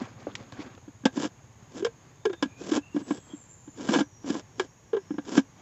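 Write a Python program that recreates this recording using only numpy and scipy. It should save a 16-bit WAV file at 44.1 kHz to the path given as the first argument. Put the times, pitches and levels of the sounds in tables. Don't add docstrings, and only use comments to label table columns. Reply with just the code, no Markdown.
import sys
import numpy as np
from scipy import signal
from scipy.fft import rfft, irfft, next_fast_len
from scipy.io import wavfile
from scipy.ndimage import map_coordinates

SR = 44100
rng = np.random.default_rng(int(sys.argv[2]) if len(sys.argv) > 2 else 0)


def to_wav(s):
    ch = np.atleast_2d(s).T
    pcm = np.round(np.clip(ch, -1, 1) * 32767)
    wavfile.write(sys.argv[1], SR, pcm.astype(np.int16))


N = 247489


def jar():
    leak_hz = 172
    bass_loss = signal.butter(4, leak_hz, "high", fs=SR, output="sos")
    return signal.sosfilt(bass_loss, knocks() + scrapes())


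# start_s [s], pitch_hz [Hz], air_db [dB], shell_ring_db [dB], click_db [dB]
EDGE_KNOCKS = [(1.036, 265, -31.5, -56, -68), (1.054, 258.2, -8, -23, -26.5),
               (1.173, 276.6, -16.5, -39, -55), (1.242, 285.6, -24.5, -34.5, -47),
               (1.801, 321.4, -28.5, -60, -52), (1.823, 353.2, -18.5, -48, -54),
               (1.847, 443, -17, -37, -31), (1.864, 461, -24.5, -37, -48),
               (2.253, 421.6, -14.5, -32, -36.5), (2.264, 417.8, -14, -54, -63),
               (2.296, 386.7, -22, -43, -60), (2.329, 350.2, -33.5, -44, -48.5),
               (2.425, 291, -15.5, -28.5, -29.5), (2.455, 265.8, -23.5, -54, -58),
               (2.717, 326, -13.5, -43, -41.5), (2.735, 300.4, -34, -38, -41), (2.772, 287, -15, -37, -64),
               (3.888, 233, -13, -32, -37.5), (3.916, 267.7, -23, -43, -48),
               (3.937, 431.5, -30, -28.5, -29), (3.947, 372, -29, -27.5, -36.5),
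               (3.958, 291.2, -12.5, -34, -41), (3.986, 248.3, -16.5, -28.5, -42.5),
               (4.005, 290.5, -13.5, -33, -37), (4.3, 269.7, -16, -39.5, -42.5),
               (4.596, 435, -17.5, -30, -31), (4.61, 360, -40, -50.5, -61), (4.931, 434, -16, -37, -80),
               (4.944, 432.6, -16.5, -40, -69), (4.966, 416.2, -19.5, -39, -66),
               (5.376, 271.8, -4, -27.5, -35.5)]
# start_s [s], air_db [dB], shell_ring_db [dB]
FINGER_TAPS = [(.269, -29, -75), (.522, -41, -46.5), (0.591, -27.5, -55), (.878, -33.5, -55.5),
               (2.946, -19.5, -55), (2.963, -15, -37), (3.013, -29, -53), (3.107, -14, -33.5),
               (3.334, -27.5, -66), (3.676, -34, -57), (3.795, -29.5, -46.5), (4.242, -28, -47.5),
               (4.35, -27, -38.5), (5.106, -19, -45), (5.139, -26, -55), (5.182, -21, -37.5)]
SEATED_HZ = 289.5
PAD_CLICK_DB = -38
AIR_T60_S, GRIPPED_T60_S = 0.047, 0.037


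def contacts():
    edges = [(*knock, AIR_T60_S) for knock in EDGE_KNOCKS]
    pads = [(s, SEATED_HZ, air_db, ring_db, ring_db + PAD_CLICK_DB, GRIPPED_T60_S)
            for s, air_db, ring_db in FINGER_TAPS]
    return sorted(edges + pads)


# pitch_hz [Hz], level_db [dB per Hz]
CLACK_COLOUR = [(150, -16.5), (500, -3), (900, -3.5), (2000, -18.5), (3200, -16), (4200, -22.5),
                (5200, -22), (7500, -24)]


def knocks():
    out = np.zeros(N)
    t = np.arange(SR // 5) / SR
    phase = air_phase()
    split_hz = 2300
    low = signal.butter(2, split_hz, "low", fs=SR, output="sos")
    high = signal.butter(2, split_hz, "high", fs=SR, output="sos")
    lead_s = 0.0013
    for s, hz, air_db, ring_db, click_db, t60 in contacts():
        air = thump(t, phase[round(s * SR):][:len(t)], hz, t60)
        add(out, s - lead_s, amp(air_db - 1.0) * air)
        onset = 1 - np.exp(-t / .0015)
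        ring = struck(shell_ring(t, spread_db=2.5) * onset)
        rattle = chatter(t, rise=0.0022, t60=0.049, tail_db=-30.0, tail_t60=0.19)
        clack = struck(filtered(rattle, colour(CLACK_COLOUR)))
        blow = ring + clack
        dull = struck(signal.sosfilt(low, blow))
        bright = struck(signal.sosfilt(high, blow))
        add(out, s, amp(ring_db + 0.93) * dull - amp(click_db) * bright)
    return out


def air_phase():
    return 2 * np.pi * np.cumsum(curves(contacts())[0]) / SR


def thump(t, phase, hz, base_t60):
    opening = hz / 300
    t60 = base_t60 * opening ** 0.99
    tail_db, tail_t60 = -22, .11
    wall_hz, wall_t60 = 228, .045
    wall = amp(-8.5 - 60 * t / wall_t60) / opening ** 4
    air = amp(-60 * t / t60) + amp(tail_db - 60 * t / tail_t60)
    swell = 1 - np.exp(-(t / .0055) ** 2)
    air_note = air * np.sin(phase - phase[0])
    wall_note = wall * np.sin(2 * np.pi * wall_hz * t)
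    x = swell * (air_note + wall_note)
    return x / np.abs(x).max()


# pitch_hz [Hz], width_hz [Hz], level_db [dB]
SHELL_MODES = [ (512, 36, 12), (1020, 70, 5), (1385, 55, 1), (1585, 28, 5), (1662, 28, 6), (2280, 50, -3),
               (2930, 80, -5), (3035, 60, -4), (3250, 40, 0), (3450, 90, -4), (3670, 35, -5),
               (4900, 110, -7), (5260, 80, -6), (5490, 90, -9), (6280, 70, -7), (7200, 250, -9), ]


def shell_ring(t, spread_db):
    hz, width, db = np.transpose(SHELL_MODES)[:, :, None]
    level = rng.standard_normal(hz.shape)
    turn = rng.random(hz.shape)
    strength = width * amp(db + spread_db * level)
    decay = np.exp(-np.pi * width * t)
    return np.sum(strength * decay * np.sin(2 * np.pi * (hz * t + turn)), axis=0)


# start_s [s], length_s [s], friction_db [dB], swell_db [dB]
LID_TWISTS = [(1.168, 0.09, -40, 7.5), (1.775, 0.023, -50, -5), (2.604, 0.17, -38.5, 16.5),
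              (2.961, 0.047, -56, 3.5), (3.088, 0.097, -57, -7), (3.782, .155, -39.5, 15.5),
              (3.929, 0.08, -39, 4), (4.279, 0.12, -51, -5), (4.598, 0.056, -57.5, -2),
              (5.267, 0.12, -36.5, 19)]
# pitch_hz [Hz], level_db [dB per Hz]
FRICTION_COLOUR = [(120, -21), (250, 25), (500, -1), (900, 5.5), (2100, -5), (3300, -2.5), (4200, -6),
                   (5200, -2), (7400, -2), (8500, -17)]
GRIP_DB_PER_S, LET_GO_DB_PER_S = 454.5, 899
HISS_DB, CATCH_RING_DB, STIR_DB = 7, 5.5, 9.5


def scrapes():
    twists = sum(stroke(s, s + length, db, GRIP_DB_PER_S, LET_GO_DB_PER_S, swell)
                 for s, length, db, swell in LID_TWISTS)
    force = twists * amp(2.1 * wobble(110))
    slips = force * grit(rate=6000, spread_db=0.5)
    catches = force * grit(rate=320, spread_db=3)
    hiss = filtered(slips + .55 * catches, colour(FRICTION_COLOUR))
    ring = filtered(catches + .5 * slips, body(SHELL_MODES))
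    air = force * unit((narrow(width_hz=180) * np.exp(1j * air_phase())).real)
    return amp(HISS_DB) * hiss + amp(CATCH_RING_DB) * ring + amp(STIR_DB) * air


# start_s [s], level_db [dB]
FOOT_SCUFFS = [(0.01, -42.5), (.22, -54.5), (.3, -57.5), (.41, -51), (0.609, -43.5), (1.358, -67),
               (1.631, -64.5), (2.05, -59), (3.3, -58), (5.599, -57)]
# pitch_hz [Hz], level_db [dB per Hz]
LITTER_COLOUR = [(88, -58.5), (150, 3.5), (286, -2), (367, -8.5), (788, -12.5), (1120, -12), (2780, -22),
                 (6260, -31), (6800, -34.5), (7900, -36.5), (10300, -69.5), (17400, -120)]
# start_s [s], centre_hz [Hz], width_hz [Hz], level_db [dB], t60_s [s]
TWIG_CRACKS = [(0.014, 224, 111, -30, 0.037), (0.268, 494, 425, -31, 0.1),
               (0.353, 2200, 5940, -34.5, 0.018), (0.523, 3630, 6230, -49.5, 0.0036),
               (.75, 3000, 4050, -59.5, 0.014), (.777, 635, 804, -49, 0.028)]
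PRESS_DB_PER_S, SETTLE_DB_PER_S, LEAVES_REST_DB = 208, 136, -81
TICKS_PER_S, TICK_DB = 100, -13.5


def litter():
    crackle = np.zeros(N)
    for hz in np.geomspace(250, 7000, 10):
        slips = grit(rate=3000, spread_db=3.5) * amp(3 * wobble(50))
        crackle += filtered(slips, body([(hz, hz / 4, 0)]))
    scuffs = sum(stroke(s, s, db, PRESS_DB_PER_S, SETTLE_DB_PER_S) for s, db in FOOT_SCUFFS)
    weight = amp(LEAVES_REST_DB) + scuffs
    out = weight * amp(3 + 1.2 * wobble(40)) * unit(filtered(crackle, colour(LITTER_COLOUR)))
    leaf = body([(1070, 300, 5), (3160, 10000, -8)])
    ticks = unit(filtered(grit(rate=TICKS_PER_S, spread_db=1), leaf))
    out += weight * amp(TICK_DB) * ticks
    t = np.arange(SR // 8) / SR
    for s, hz, width, db, t60 in TWIG_CRACKS:
        snap = chatter(t, rise=0.00009, t60=t60, tail_db=-17.0, tail_t60=0.079)
        add(out, s, amp(db) * struck(filtered(snap, lambda f: body([(hz, width, 0)])(f) ** 2)))
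    return out


# start_s [s], end_s [s], from_hz [Hz], to_hz [Hz], level_db [dB]
INSECT_WHINES = [(2.277, 2.42, 3620, 3620, -68), (2.52, 2.95, 2403, 2770, -63),
                 (3.035, 3.802, 7800, 6950, -59.5), (3.156, 3.325, 3346, 3218, -66),
                 (4.031, 4.323, 5889, 5640, -66.5), (4.504, 5.598, 5600, 5880, -74.5),
                 (5.019, 5.145, 5240, 5380, -70)]
WHINE_FADE_DB_PER_S = 145.5


def insects():
    t = np.arange(N) / SR
    chorus_hz, spread_hz = 6600, 6850
    out = amp(-66.5) * (narrow(width_hz=270) * np.exp(2j * np.pi * chorus_hz * t)).real
    out += amp(-72.5) * (narrow(width_hz=900) * np.exp(2j * np.pi * spread_hz * t)).real
    for start, end, from_hz, to_hz, db in INSECT_WHINES:
        hz = curves([(start, from_hz), (end, to_hz)])[0]
        level = stroke(start, end, db, WHINE_FADE_DB_PER_S, WHINE_FADE_DB_PER_S)
        flutter = narrow(width_hz=.014 * from_hz + 30) * amp(3 * wobble(25))
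        out += level * (flutter * np.exp(2j * np.pi * np.cumsum(hz) / SR)).real
    return out


# start_s [s], level_db [dB]
ENGINE_LEVEL = [(0, -52), (1.5, -56.5), (2.3, -61), (4, -57.5), (5.6, -67)]


def engine():
    firing_hz = 16.06
    turns = np.cumsum(firing_hz * (1 + 0.014 * wobble(1.5))) / SR + 0.403
    firings = np.diff(np.floor(turns), prepend=0) * amp(2.2 * wobble(23))
    boom = unit(filtered(firings, lambda f: body([(113, 46, 0)])(f) ** 2))
    return amp(curves(ENGINE_LEVEL)[0]) * boom


# pitch_hz [Hz], level_db [dB per Hz]
FOREST_COLOUR = [(15, -80.5), (25, -26), (103, -8), (158, -10.5), (213, -16), (666, -24), (729, -24),
                 (855, -22), (1180, -24.5), (1260, -29.5), (1730, -27.5), (4410, -38), (5800, -40),
                 (7540, -80), (12800, -120)]


def forest():
    wash = unit(filtered(rng.standard_normal(N), colour(FOREST_COLOUR)))
    return amp(-57.0 + .8 * wobble(5.1)) * wash


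def amp(db):
    return 10 ** (np.asarray(db) / 20)


def unit(x):
    return x / np.sqrt(np.mean(x ** 2) + 1e-20)


def struck(x):
    return x / np.sqrt(np.mean(x[:SR // 100] ** 2) + 1e-20)


def add(track, s, x):
    part = track[max(round(s * SR), 0):][:len(x)]
    part += x[:len(part)]


def curves(rows):
    s, *cols = np.transpose(rows)
    return [np.interp(np.arange(N) / SR, s, c) for c in cols]


def stroke(start, end, db, rise, fall, swell_db=0):
    t = np.arange(N) / SR
    held = db + np.interp(t, [start, end], [-swell_db, 0])
    return amp(held - rise * np.maximum(start - t, 0) - fall * np.maximum(t - end, 0))


def wobble(rate):
    knots = rng.standard_normal(int(N * rate / SR) + 4)
    return map_coordinates(knots, [np.arange(N) * rate / SR])


def grit(rate, spread_db):
    moments = rng.random(N) < rate / SR
    return unit(moments * rng.standard_normal(N) * amp(spread_db * rng.standard_normal(N)))


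def chatter(t, rise, t60, tail_db, tail_t60):
    decay = amp(-60 * t / t60) + amp(tail_db - 60 * t / tail_t60)
    return rng.standard_normal(len(t)) * (1 - np.exp(-t / rise)) * decay


def narrow(width_hz):
    def slow():
        return unit(filtered(rng.standard_normal(N), lambda f: 1 / (1 + (f / width_hz) ** 2)))
    return slow() + 1j * slow()


def filtered(x, response):
    m = next_fast_len(len(x) + SR // 8)
    return irfft(rfft(x, m) * response(np.fft.rfftfreq(m, 1 / SR)), m)[:len(x)]


def colour(points):
    hz, db = np.transpose(points)
    return lambda f: amp(np.interp(np.log(f + 1), np.log(hz + 1), db))


def body(modes):
    return lambda f: sum(amp(db) * 1j * f * w / (c * c - f * f + 1j * f * w) for c, w, db in modes)


def scene():
    return (jar() + litter() + insects() + engine() + forest())[None]


def record(dry):
    top_hz = 7700
    sound = filtered(dry[0], lambda f: 1 / np.sqrt(1 + (f / top_hz) ** 80))
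    hiss = amp(-79.5) * rng.standard_normal(N)
    return filtered(sound + hiss, lambda f: f < 15500)[None]


dry = scene()
out = record(dry)
to_wav(out)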